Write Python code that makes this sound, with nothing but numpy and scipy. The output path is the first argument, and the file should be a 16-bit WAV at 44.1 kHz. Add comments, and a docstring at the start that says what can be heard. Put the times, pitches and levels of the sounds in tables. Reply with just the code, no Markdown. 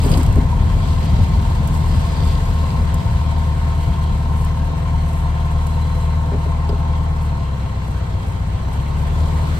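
"""An old air-cooled four-cylinder engine near idle, heard inside the car as it rolls slowly up to a junction.
The exhaust booms in the cabin as a stack of sine orders of the crank speed; valve knocks ring the body
panels. The engine labours and quietens briefly near the end. Road rumble and tyre rush are coloured noise
that ebbs as the car slows and returns a little at the end. A bump lifts the noise at the start; struck modes
make the clunks of suspension and controls, short noise bursts the clicks of keys and trim."""
import sys
import numpy as np
from scipy import signal
from scipy.fft import rfft, irfft, next_fast_len
from scipy.io import wavfile
from scipy.ndimage import uniform_filter1d, map_coordinates

SR = 44100
rng = np.random.default_rng(int(sys.argv[2]) if len(sys.argv) > 2 else 0)


def log_audio(samples):
    """Write samples as a 16-bit WAV file to the path given in sys.argv[1]."""
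    # one column per channel
    frames = np.atleast_2d(samples).T
    # limit to full scale, then quantise
    limited = np.clip(frames, -1, 1)
    pcm = np.round(limited * 32767).astype(np.int16)
    wavfile.write(sys.argv[1], SR, pcm)


N = 422919
TIME = np.arange(N) / SR  # seconds

REFERENCE_SPEED = 21.2  # crankshaft turns a second at which boom and clatter have their unsagged level

# Pitches in Hz at which the strength of each valve's knock is listed, low to high.
VALVE_HZ = (790, 917, 1070)
# What the keys ring with. Each row: centre in Hz, width in Hz, relative level in dB.
KEY_MODES = [(7300, 2200, 5), (8950, 320, 10), (10600, 1800, 2.5), (14800, 2200, -22)]


def amp(db):
    """Decibels to gain."""
    return 10 ** (np.asarray(db) / 20)


def unit(x):
    """Scale to rms 1."""
    return x / np.sqrt(np.mean(x ** 2) + 1e-20)


def curve(rows):
    """One value per sample, joined by straight lines between (s, value) rows."""
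    s, value = np.transpose(rows)
    return np.interp(TIME, s, value)


def wobble(rate):
    """A smooth random curve through random knots, rate knots a second."""
    coarse = TIME[::64]
    knots = rng.standard_normal(int(N * rate / SR) + 4)
    # cubic spline through the knots, read every 64 samples
    return np.interp(TIME, coarse, map_coordinates(knots, [coarse * rate]))


def swells(rows):
    """Sum of smooth bells, one for each (s at the middle, dB, half length s) row."""
    return sum(amp(db) / (1 + ((TIME - s) / length) ** 2) ** 2 for s, db, length in rows)


def burst(s, swell, t60):
    """Envelope with peak 1 that swells from time s and dies away by 60 dB in about t60 seconds."""
    t = np.arange(SR // 2) / SR
    shape = (1 - np.exp(-(t / swell) ** 2)) * amp(-60 * t / t60)
    return np.pad(shape / shape.max(), (round(s * SR), N))[:N]


def along(points, hz):
    """(Hz, dB) points read on a log frequency axis, -120 dB beyond their ends."""
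    f, db = np.transpose(points)
    return np.interp(np.log(hz + 1), np.log(f), db, -120, -120)


def filtered(x, response):
    """x through a complex response of frequency, padded so that tails do not wrap round."""
    size = next_fast_len(N + SR // 4)
    return irfft(rfft(x, size) * response(np.fft.rfftfreq(size, 1 / SR)), size)[..., :N]


def noise(points):
    """Noise of rms 1 with a spectrum of (Hz, dB) points."""
    return unit(filtered(rng.standard_normal(N), lambda hz: amp(along(points, hz))))


def resonance(f, centre, width):
    """Causal response of one damped mode."""
    return 1j * f * width / (centre ** 2 - f ** 2 + 1j * f * width)


def ring(x, modes):
    """x through a set of modes, scaled so that white noise keeps its power."""
    def response(f):
        total = 0
        for k, (hz, width, db) in enumerate(modes):
            # neighbouring modes move in opposite sign
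            total = total + (-1) ** k * amp(db) * resonance(f, hz, width)
        return total / np.sqrt(np.mean(abs(total) ** 2))
    return filtered(x, response)


def struck(s, modes, tilt):
    """Modes rung at time s with energy 1; a harder blow tilts them upward, in dB per octave."""
    t = np.arange(SR // 4) / SR
    rung = np.zeros(len(t))
    for hz, width, db in modes:
        decay = width * np.exp(-np.pi * width * t)
        rung += amp(db + tilt * np.log2(hz)) * decay * np.sin(2 * np.pi * hz * t)
    return np.pad(rung / np.linalg.norm(rung), (round(s * SR), N))[:N]


def panel(x, hz, width):
    """x through one steep resonance that swells and fades softly, its slow level held at 1."""
    b, a = signal.iirpeak(hz, hz / (2.5 * width), SR)  # three passes narrow the widened peak again
    rung = signal.filtfilt(b, a, signal.lfilter(b, a, x), padtype=None)
    slow_power = np.abs(uniform_filter1d(rung ** 2, size=SR // 2))
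    return rung / np.sqrt(slow_power + 1e-12)


def patchy(x, depth_db, size=(9, 8)):
    """The colour of x shifts at random, in patches about 400 Hz wide and a tenth of a second long."""
    z = signal.stft(x, nperseg=1024)[2]
    field = uniform_filter1d(rng.standard_normal(z.shape), size[0], axis=0)
    field = uniform_filter1d(field, size[1], axis=1)
    return unit(signal.istft(z * amp(depth_db * unit(field)))[1][:N])


def reflected(x, echo_db=-11, t60=.06):
    """Glass and bare metal add close echoes, which ripple the spectrum."""
    t = np.arange(SR // 20) / SR
    echoes = rng.standard_normal(len(t)) * amp(-60 * t / t60)
    echoes = echoes / np.linalg.norm(echoes)
    return unit(x + amp(echo_db) * signal.oaconvolve(x, echoes)[:N])


def stereo(mid, side, left_db):
    """Left and right from a common and an opposed part, the left louder than the right by left_db."""
    return np.array([mid + side, mid - side]) * amp([[left_db / 2], [-left_db / 2]])


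def ports(x):
    """Treble reaches the two microphone ports a moment apart and in opposite sign."""
    lag = .000305  # seconds
    sign = np.array([[1], [-1]])
    return sign * filtered(x, lambda f: np.exp(1j * np.pi * f * lag * sign))


def placed(x, hz, left_db, lead):
    """A narrow sound at hz as the two ports hear it, the left one lead radians ahead."""
    quarter_ahead = np.gradient(x) * SR / (2 * np.pi * hz)
    return stereo(np.cos(lead / 2) * x, np.sin(lead / 2) * quarter_ahead, left_db)


def exhaust(speed, turns, uneven_db=-20, spread=.07, strong_at=0.84, count=128):
    """Two firings a turn boom in the cabin, weaker and loping at low speed; unequal cylinders add half orders."""
    # Exhaust note at the tailpipe. Each row: multiple of the crank speed, relative level in dB.
    orders = [(2, -5), (3, -27.5), (4, 0), (5, -15.5), (6, -2), (7, -7.5), (8, -3.5), (9, -10.5),
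              (10, -6.5), (11, -11), (12, -7.5), (13, -9.5), (14, -15)]
    # How the cabin air booms. Each row: frequency in Hz, gain in dB.
    cabin_air = [(26, -20), (32, -11), (38, -0.5), (48, 4), (62, -3.5), (80, 2), (92, -1.5), (106, -7),
                 (125, -7), (152, -2.5), (182, -8.5), (200, -20), (250, -25.5), (320, -27)]
    boom_db, boom_sag_db = -16.5, 0.53  # level at the reference speed; dB lost per turn a second below it
    # dB of once-a-turn swing per turn a second below the smooth speed (turns a second)
    lope_depth_db, smooth_speed = .85, 19.3
    halves = [(k + .5, uneven_db) for k in range(4, 10)]
    note = np.zeros(N)
    for k, db in orders + halves:
        level = amp(db + along(cabin_air, k * speed[::count]))
        # higher orders arrive later, which spreads each firing into an even drone
        wave = np.sin(2 * np.pi * (k * turns - spread * k ** 2))
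        note += np.interp(TIME, TIME[::count], level) * wave
    labour = np.maximum(smooth_speed - speed, 0)
    lope_db = lope_depth_db * labour * np.cos(2 * np.pi * (turns - strong_at))
    level_db = boom_db - boom_sag_db * (REFERENCE_SPEED - speed) + lope_db
    return stereo(amp(level_db) * unit(note), 0, left_db=2.0)


def valve_knocks(turns, hz, scatter_db=2.3, jitter=.00005):
    """Each valve knocks once in two turns; a panel at hz hears some far more than others, so it limps."""
    # The eight valves. Each row: place in the two-turn cycle in turns, then knock strength in dB
    # at each of the three VALVE_HZ.
    valves = [(0.029, -3.5, -1, -1), (.2, -2.5, -3.5, -5.5), (0.549, -0.5, -6.5, -2.5),
              (.76, -1.5, -6.5, 1), (.98, -0.5, -3, -0.5), (1.18, -2.5, 3, -3.5), (1.56, -6, -4.5, 4),
              (1.78, -4, -2.5, -1.5)]
    cycles = np.arange(0, turns[-1] - 2, 2)
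    knocks = np.zeros(N)
    for place, *strengths_db in valves:
        late, size = rng.standard_normal((2, len(cycles)))
        at = np.interp(cycles + place, turns, TIME) + jitter * late
        size_db = np.interp(hz, VALVE_HZ, strengths_db) + scatter_db * size
        samples = np.round(np.abs(at) * SR).astype(int)
        knocks += np.bincount(samples, amp(size_db), N)[:N]
    return knocks


def clatter(speed, turns, drift_db=0.77, shake_db=0.4, waver_s=.0003, bump_db=10):
    """The knocks ring each panel with wavering strength and pitch, over a dull wash of gears and floor."""
    # Body panels rung by the valve gear. Each row: centre in Hz, nominal width in Hz, relative level in dB,
    # left over right in dB, lead of the left in radians.
    panels = [(216.5, 28, -7.5, -4, 0.18), (261, 37, -12.5, -5.5, -0.53), (414, 64, -14, 4, .5),
              (507.5, 26, -9.5, 7.5, 1.54), (673, 24, -5, 2, 1.48), (781.4, 20, -6.5, -5, -2.15),
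              (917, 27, -1.5, -1.5, 1.27), (1012, 21, -9.5, 8, 0.93), (1059, 38.6, -3, 3.5, 0.86),
              (1329, 32, -17, -2, 1), (1507, 92, -18, 6, 1.7)]
    # Valve clatter at the reference speed. Each row: time in seconds, level in dB.
    clatter_rows = [(0, -36), (3, -33.5), (7, -34.5), (9.59, -36.5)]
    # Dull mechanical wash before the bump. Each row: time in seconds, level in dB.
    wash_rows = [(0, -40.5), (2.3, -38.5), (3.4, -42.5), (5, -42), (8.4, -39.5), (9.1, -36.5)]
    # Colour of the wash. Each row: frequency in Hz, relative dB per Hz.
    wash_colour = [(100, -22), (200, -5), (265, 3), (330, 1.5), (500, 0.5), (600, -2), (900, -1),
                   (1120, -2.5), (1300, -14), (2000, -26.5)]
    knock_db = curve(clatter_rows) + shake_db * wobble(16)
    sag_db = 1.4 * (REFERENCE_SPEED - speed)  # dB per turn a second lost, at the highest VALVE_HZ
    rung = np.zeros((2, N))
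    for hz, width, db, left_db, lead in panels:
        steady = panel(valve_knocks(turns, hz), hz, width)
        x = np.interp(TIME + waver_s * wobble(4), TIME, steady)
        # softer knocks lose their high panels first
        level_db = db + knock_db - sag_db * hz / VALVE_HZ[-1] + drift_db * wobble(5)
        rung += amp(level_db) * placed(x, hz, left_db, lead)
    wash = stereo(noise(wash_colour), amp(-1.0) * noise(wash_colour), left_db=-1.5)
    return rung + amp(curve(wash_rows) + bump_db * bump()) * wash


def bump():
    """How hard the opening bump shakes the car, 0 to 1."""
    corners = np.cumsum([0, 0.06, 0.09, 0.17])  # start, then attack, hold and release in seconds
    return np.interp(TIME, corners, [0, 1, 1, 0])


def road(lumps_db=1.84, lumpy_at_db=-18, bump_db=4.5):
    """Uneven asphalt drums on the floor, less lumpily when the rumble is low, with a throb at each seam."""
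    # Road rumble before bump and lumps. Each row: time in seconds, level in dB.
    rumble_rows = [(0, -16), (2.4, -19), (3.1, -20), (3.6, -23.5), (4.8, -25), (5.6, -27.5), (7.6, -30),
                   (8.5, -28.5), (9.59, -23)]
    # Asphalt seams throb in the floor. Each row: middle in seconds, level in dB, half length in seconds.
    seams = [(1.14, -28, 0.034), (2.16, -26, 0.026), (2.8, -28, 0.087), (3.9, -24, 0.078),
             (4.12, -24, 0.034), (4.73, -23, .035)]
    # How the road shakes the cabin. Each row: frequency in Hz, relative dB per Hz.
    rumble_colour = [(15, -30), (24, -23), (34, 1), (48, 0.5), (62, -2), (80, 1), (92, 0), (106, -2.5),
                     (125, -9.5), (152, -8.5), (182, -10.5), (250, -19.5), (320, -29), (1000, -35.5)]
    road_db = curve(rumble_rows)
    lumpiness_db = lumps_db * amp(road_db - lumpy_at_db) * wobble(18)
    level = amp(road_db + bump_db * bump() + lumpiness_db) + swells(seams)
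    return level * stereo(noise(rumble_colour), amp(-15.5) * noise(rumble_colour), left_db=2.5)


def rush(turns, firing_db=0.93, cycle_db=0.5, level_db=1, bump_db=2, bump_hiss_db=7.5):
    """Tyres and the cooling fan rush, brighter when louder; the sound pulses a little with each firing."""
    # Tyre and fan rush before level_db is added. Each row: time in seconds, level in dB.
    rush_rows = [(0, -41.5), (.5, -43.5), (.9, -42.5), (1.65, -43), (2.3, -41.5), (2.56, -43), (5.13, -45),
                 (5.85, -44), (6.15, -45), (8.4, -46), (9.59, -42)]
    # Colour of the part common to both ports. Each row: frequency in Hz, relative dB per Hz.
    mid_colour = [(710, -49), (1200, 0.5), (1390, -3.5), (1520, -2.5), (1750, -3.5), (2170, -3),
                  (2630, -7.5), (3090, -6.5), (3670, -10), (4080, -8), (4500, -13), (5680, -19.5),
                  (6500, -18), (8450, -21), (14300, -120)]
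    # Colour of the opposed part. Each row: frequency in Hz, relative dB per Hz.
    side_colour = [(710, -33), (1200, -4), (1430, 2), (1570, -2.5), (2020, -4.5), (2240, -3), (2610, -12),
                   (2820, -10), (2970, -9.5), (3800, -9), (4600, -18), (6500, -18.5), (8450, -50),
                   (14300, -120)]
    # Colour of the fine hiss. Each row: frequency in Hz, relative dB per Hz.
    hiss_colour = [(3500, -10.5), (5500, -4), (7000, 1.5), (8400, 0.5), (11500, -4), (14800, -6),
                   (16000, -16)]
    rush_db = curve(rush_rows)
    pulse_db = firing_db * np.cos(2 * np.pi * 2 * turns) + cycle_db * np.cos(np.pi * turns)
    mid, side = (patchy(reflected(noise(colour)), depth_db=1.45) for colour in (mid_colour, side_colour))
    body = stereo(mid, amp(0.9) * side, left_db=0.85)
    body = body * amp(rush_db + level_db + bump_db * bump() + pulse_db + 0.53 * wobble(25))
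    diffuse = amp(-11) * np.array([noise(hiss_colour), noise(hiss_colour)])
    fine = ports(reflected(noise(hiss_colour))) + diffuse
    # -52.5 dB where the rush curve is at -44 dB, and 2.45 dB more for each dB of rush
    hiss_db = -52.5 + 2.45 * (rush_db + 44) + bump_hiss_db * bump()
    return body + fine * amp(hiss_db + 0.56 * pulse_db + 1.6 * wobble(60))


def sizzle(grain_db=3.0, grain_rate=350, flutter_db=1.5):
    """Coarse stretches of asphalt make the treads sizzle with a gritty, shifting sound."""
    # Sizzle on coarse asphalt before grain and flutter. Each row: time in seconds, level in dB.
    coarse_rows = [(0, -47), (.45, -64), (.8, -46), (1.4, -48), (1.7, -52.5), (2.25, -44), (2.6, -52),
                   (3.5, -53), (5, -64), (8.6, -64), (9.4, -52)]
    # Colour of the sizzle. Each row: frequency in Hz, relative dB per Hz.
    sizzle_colour = [(1300, -25), (2300, -7.5), (3100, -1.5), (4100, -3), (4800, -1), (5500, -12),
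                     (8000, -15)]
    level_db = curve(coarse_rows) + grain_db * wobble(grain_rate) + flutter_db * wobble(14)
    mid, side = (patchy(noise(sizzle_colour), depth_db=2.0) for _ in range(2))
    return amp(level_db) * stereo(mid, amp(-1.5) * side, left_db=.7)


def clunks(soft_hz=1500, rubber_hz=1100, scuff_rise_s=0.0023, scuff_t60=0.06):
    """Each contact rings the floor pan in its own way, thuds in the chassis and scuffs briefly."""
    # Contacts of suspension and controls, in quick clusters. Each row: time in seconds, then drive in dB of
    # floor pan, chassis and scuff, hardness of the blow on the floor pan in dB per octave.
    contacts = [(.047, -7, 5, -39, 8), (0.062, 2, 2.5, -39, -4), (0.069, -8, 3.5, -43, 20),
                (0.099, -2.5, -10, -41, 18), (.117, -1, -3, -37, 17), (0.133, -3, 3, -38, 10),
                (.174, -15, 8, -40, 0), (.189, -13, 8.5, -34, 0), (.213, -9, 4, -42, 2),
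                (.365, -12, 6, -48, 3), (.374, 4, -8, -37, 38), (0.383, -11, 11, -46, 0),
                (6.32, 2, -12, -44, 5), (6.335, 0, -18, -33, 0), (6.345, 2, -8, -39, 12),
                (6.356, 0, -2, -44, 0), (6.463, -3, -12, -34, 22), (6.695, 5, -20, -31, -6),
                (6.716, -4, -6, -42, 5), (6.729, 1.5, -10, -44, 0)]
    # Floor pan modes. Each row: centre in Hz, width in Hz, level in dB before the tilt of the blow.
    floor_pan = [(240, 105, -7), (412, 23, 9.5), (474, 100, -4), (576, 37, -16.5)]
    # Chassis modes. Each row: centre in Hz, width in Hz, relative level in dB.
    chassis_modes = [(247, 43, 8.5), (348, 94, -2), (546, 100, -22)]
    # Colour of the scuffs. Each row: frequency in Hz, relative dB per Hz.
    scuff_colour = [(200, 0), (550, 8), (900, -13), (1700, -12), (2800, -35)]
    pan, chassis, scuffs = np.zeros((3, N))
    for s, pan_db, chassis_db, scuff_db, tilt in contacts:
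        pan += amp(pan_db) * struck(s, floor_pan, tilt)
        chassis[round(s * SR)] += amp(chassis_db)
        scuffs += amp(scuff_db) * burst(s, scuff_rise_s, scuff_t60)
    body = filtered(pan, lambda f: 1 / (1 + 1j * f / soft_hz) ** 2)
    thud = filtered(ring(chassis, chassis_modes), lambda f: 1 / (1 + 1j * f / rubber_hz) ** 3)
    mid = body + thud + scuffs * noise(scuff_colour)
    return stereo(mid, scuffs * noise(scuff_colour), left_db=-2.0)


def jumps(hz=960, rise_s=0.0043, t60=0.059):
    """A loose panel rings briefly, as a short sine, when the road jolts it."""
    # Jolts of the loose panel. Each row: start in seconds, peak in dB.
    jolts = [(.038, -29), (.141, -31), (.526, -21.5)]
    envelope = sum(amp(db) * burst(s, rise_s, t60) for s, db in jolts)
    return envelope * np.sin(2 * np.pi * hz * TIME)


def ticks(keys_db=-7, trim_db=-8):
    """Keys click together and loose trim buzzes: short bursts of noise through their modes."""
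    # Clicks. Each row: start in seconds, level in dB before keys_db or trim_db, trim over keys in dB before them.
    clicks = [(.023, -42, 14), (0.035, -26, -6), (.046, -39, 9), (0.0653, -31, -7), (0.0907, -29, -7),
              (0.1145, -20.5, -3), (.124, -33, 6), (0.137, -32.5, 14.5), (0.1725, -24, -4),
              (.178, -31, -11), (.209, -36, 8), (0.2304, -25.5, -9), (0.262, -29, -2), (0.325, -31.5, -4),
              (0.3567, -32, -12), (1.501, -39, -8), (1.6741, -25.5, -13), (2.942, -25.5, -11),
              (4.4468, -30, -14), (5.668, -28.5, -9), (6.6896, -38.5, 11), (8.73, -36, -7)]
    # What the trim rings with. Each row: centre in Hz, width in Hz, relative level in dB.
    trim_modes = [(2400, 640, -2.5), (3030, 660, 2), (3960, 710, -1), (4800, 340, 3.5)]
    bright = sum(amp(db + keys_db) * burst(s, 0.00034, 0.032) for s, db, low_db in clicks)
    low = sum(amp(db + low_db + trim_db) * burst(s, 0.00094, 0.063) for s, db, low_db in clicks)
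    keys = ports(ring(bright * rng.standard_normal(N), KEY_MODES))
    return keys + ring(low * rng.standard_normal((2, N)), trim_modes)


def key_sways(grain_db=2.5):
    """The hanging keys sway and brush one another in short, grainy shimmers of noise."""
    # Brushes of the keys. Each row: middle in seconds, level in dB, half length in seconds.
    sways = [(.125, -47, .06), (1.76, -45, .04), (3.83, -50, 0.077), (4.39, -50.5, 0.12),
             (5.14, -50.5, 0.17), (6.0, -50, 0.081), (7.24, -50, .04), (7.91, -53, 0.069),
             (8.3, -53.5, 0.12), (8.75, -51, .04)]
    brushing = swells(sways) * amp(grain_db * wobble(120)) * rng.standard_normal(N)
    return ports(ring(brushing, KEY_MODES))


def whistle():
    """Thin whistles and whines: narrow bands of noise swell and fade, alike at both ports."""
    # Each row: middle in seconds, level in dB, half length in seconds, centre in Hz, nominal width in Hz.
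    whines = [(4.0, -59, .25, 4090, 70), (5.2, -44, 0.67, 710, 31), (5.876, -50.5, 0.3, 4050, 48),
              (6.7, -45.5, .9, 838, 6)]
    total = np.zeros(N)
    for s, db, length, hz, width in whines:
        total += swells([(s, db, length)]) * panel(rng.standard_normal(N), hz, width)
    return total


def scene():
    """The crankshaft drives boom and clatter and pulses the rush; road and loose parts add the rest."""
    # A steady idle, then dragged down and recovering. Each row: time in seconds, crankshaft turns a second.
    crank_rows = [(0, 19.3), (3.55, 19.3), (3.85, 19.1), (4.45, 19.05), (4.85, 19.35), (5.25, 19.05),
                  (5.8, 19.35), (6.4, 19.25), (7.1, 19.5), (7.35, 18.5), (7.7, 16.3), (8.24, 15.1),
                  (8.47, 15.15), (8.77, 17.4), (9.16, 19.2), (9.59, 19.1)]
    # the idle hunts at random by about 0.03 turns a second, 3 knots a second
    speed = curve(crank_rows) + 0.03 * wobble(3)
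    turns = np.cumsum(speed) / SR
    engine = exhaust(speed, turns) + clatter(speed, turns)
    rolling = road() + rush(turns) + sizzle()
    contacts = clunks() + jumps() + ticks() + key_sways()
    return engine + rolling + contacts + whistle()


def record(dry):
    """The phone rounds off the loudest swings and keeps nothing above its band limit."""
    rounded = dry / (1 + np.abs(dry / .95) ** 8) ** (1 / 8)
    return filtered(rounded, lambda hz: hz < 15800)


dry = scene()
out = record(dry)
log_audio(out)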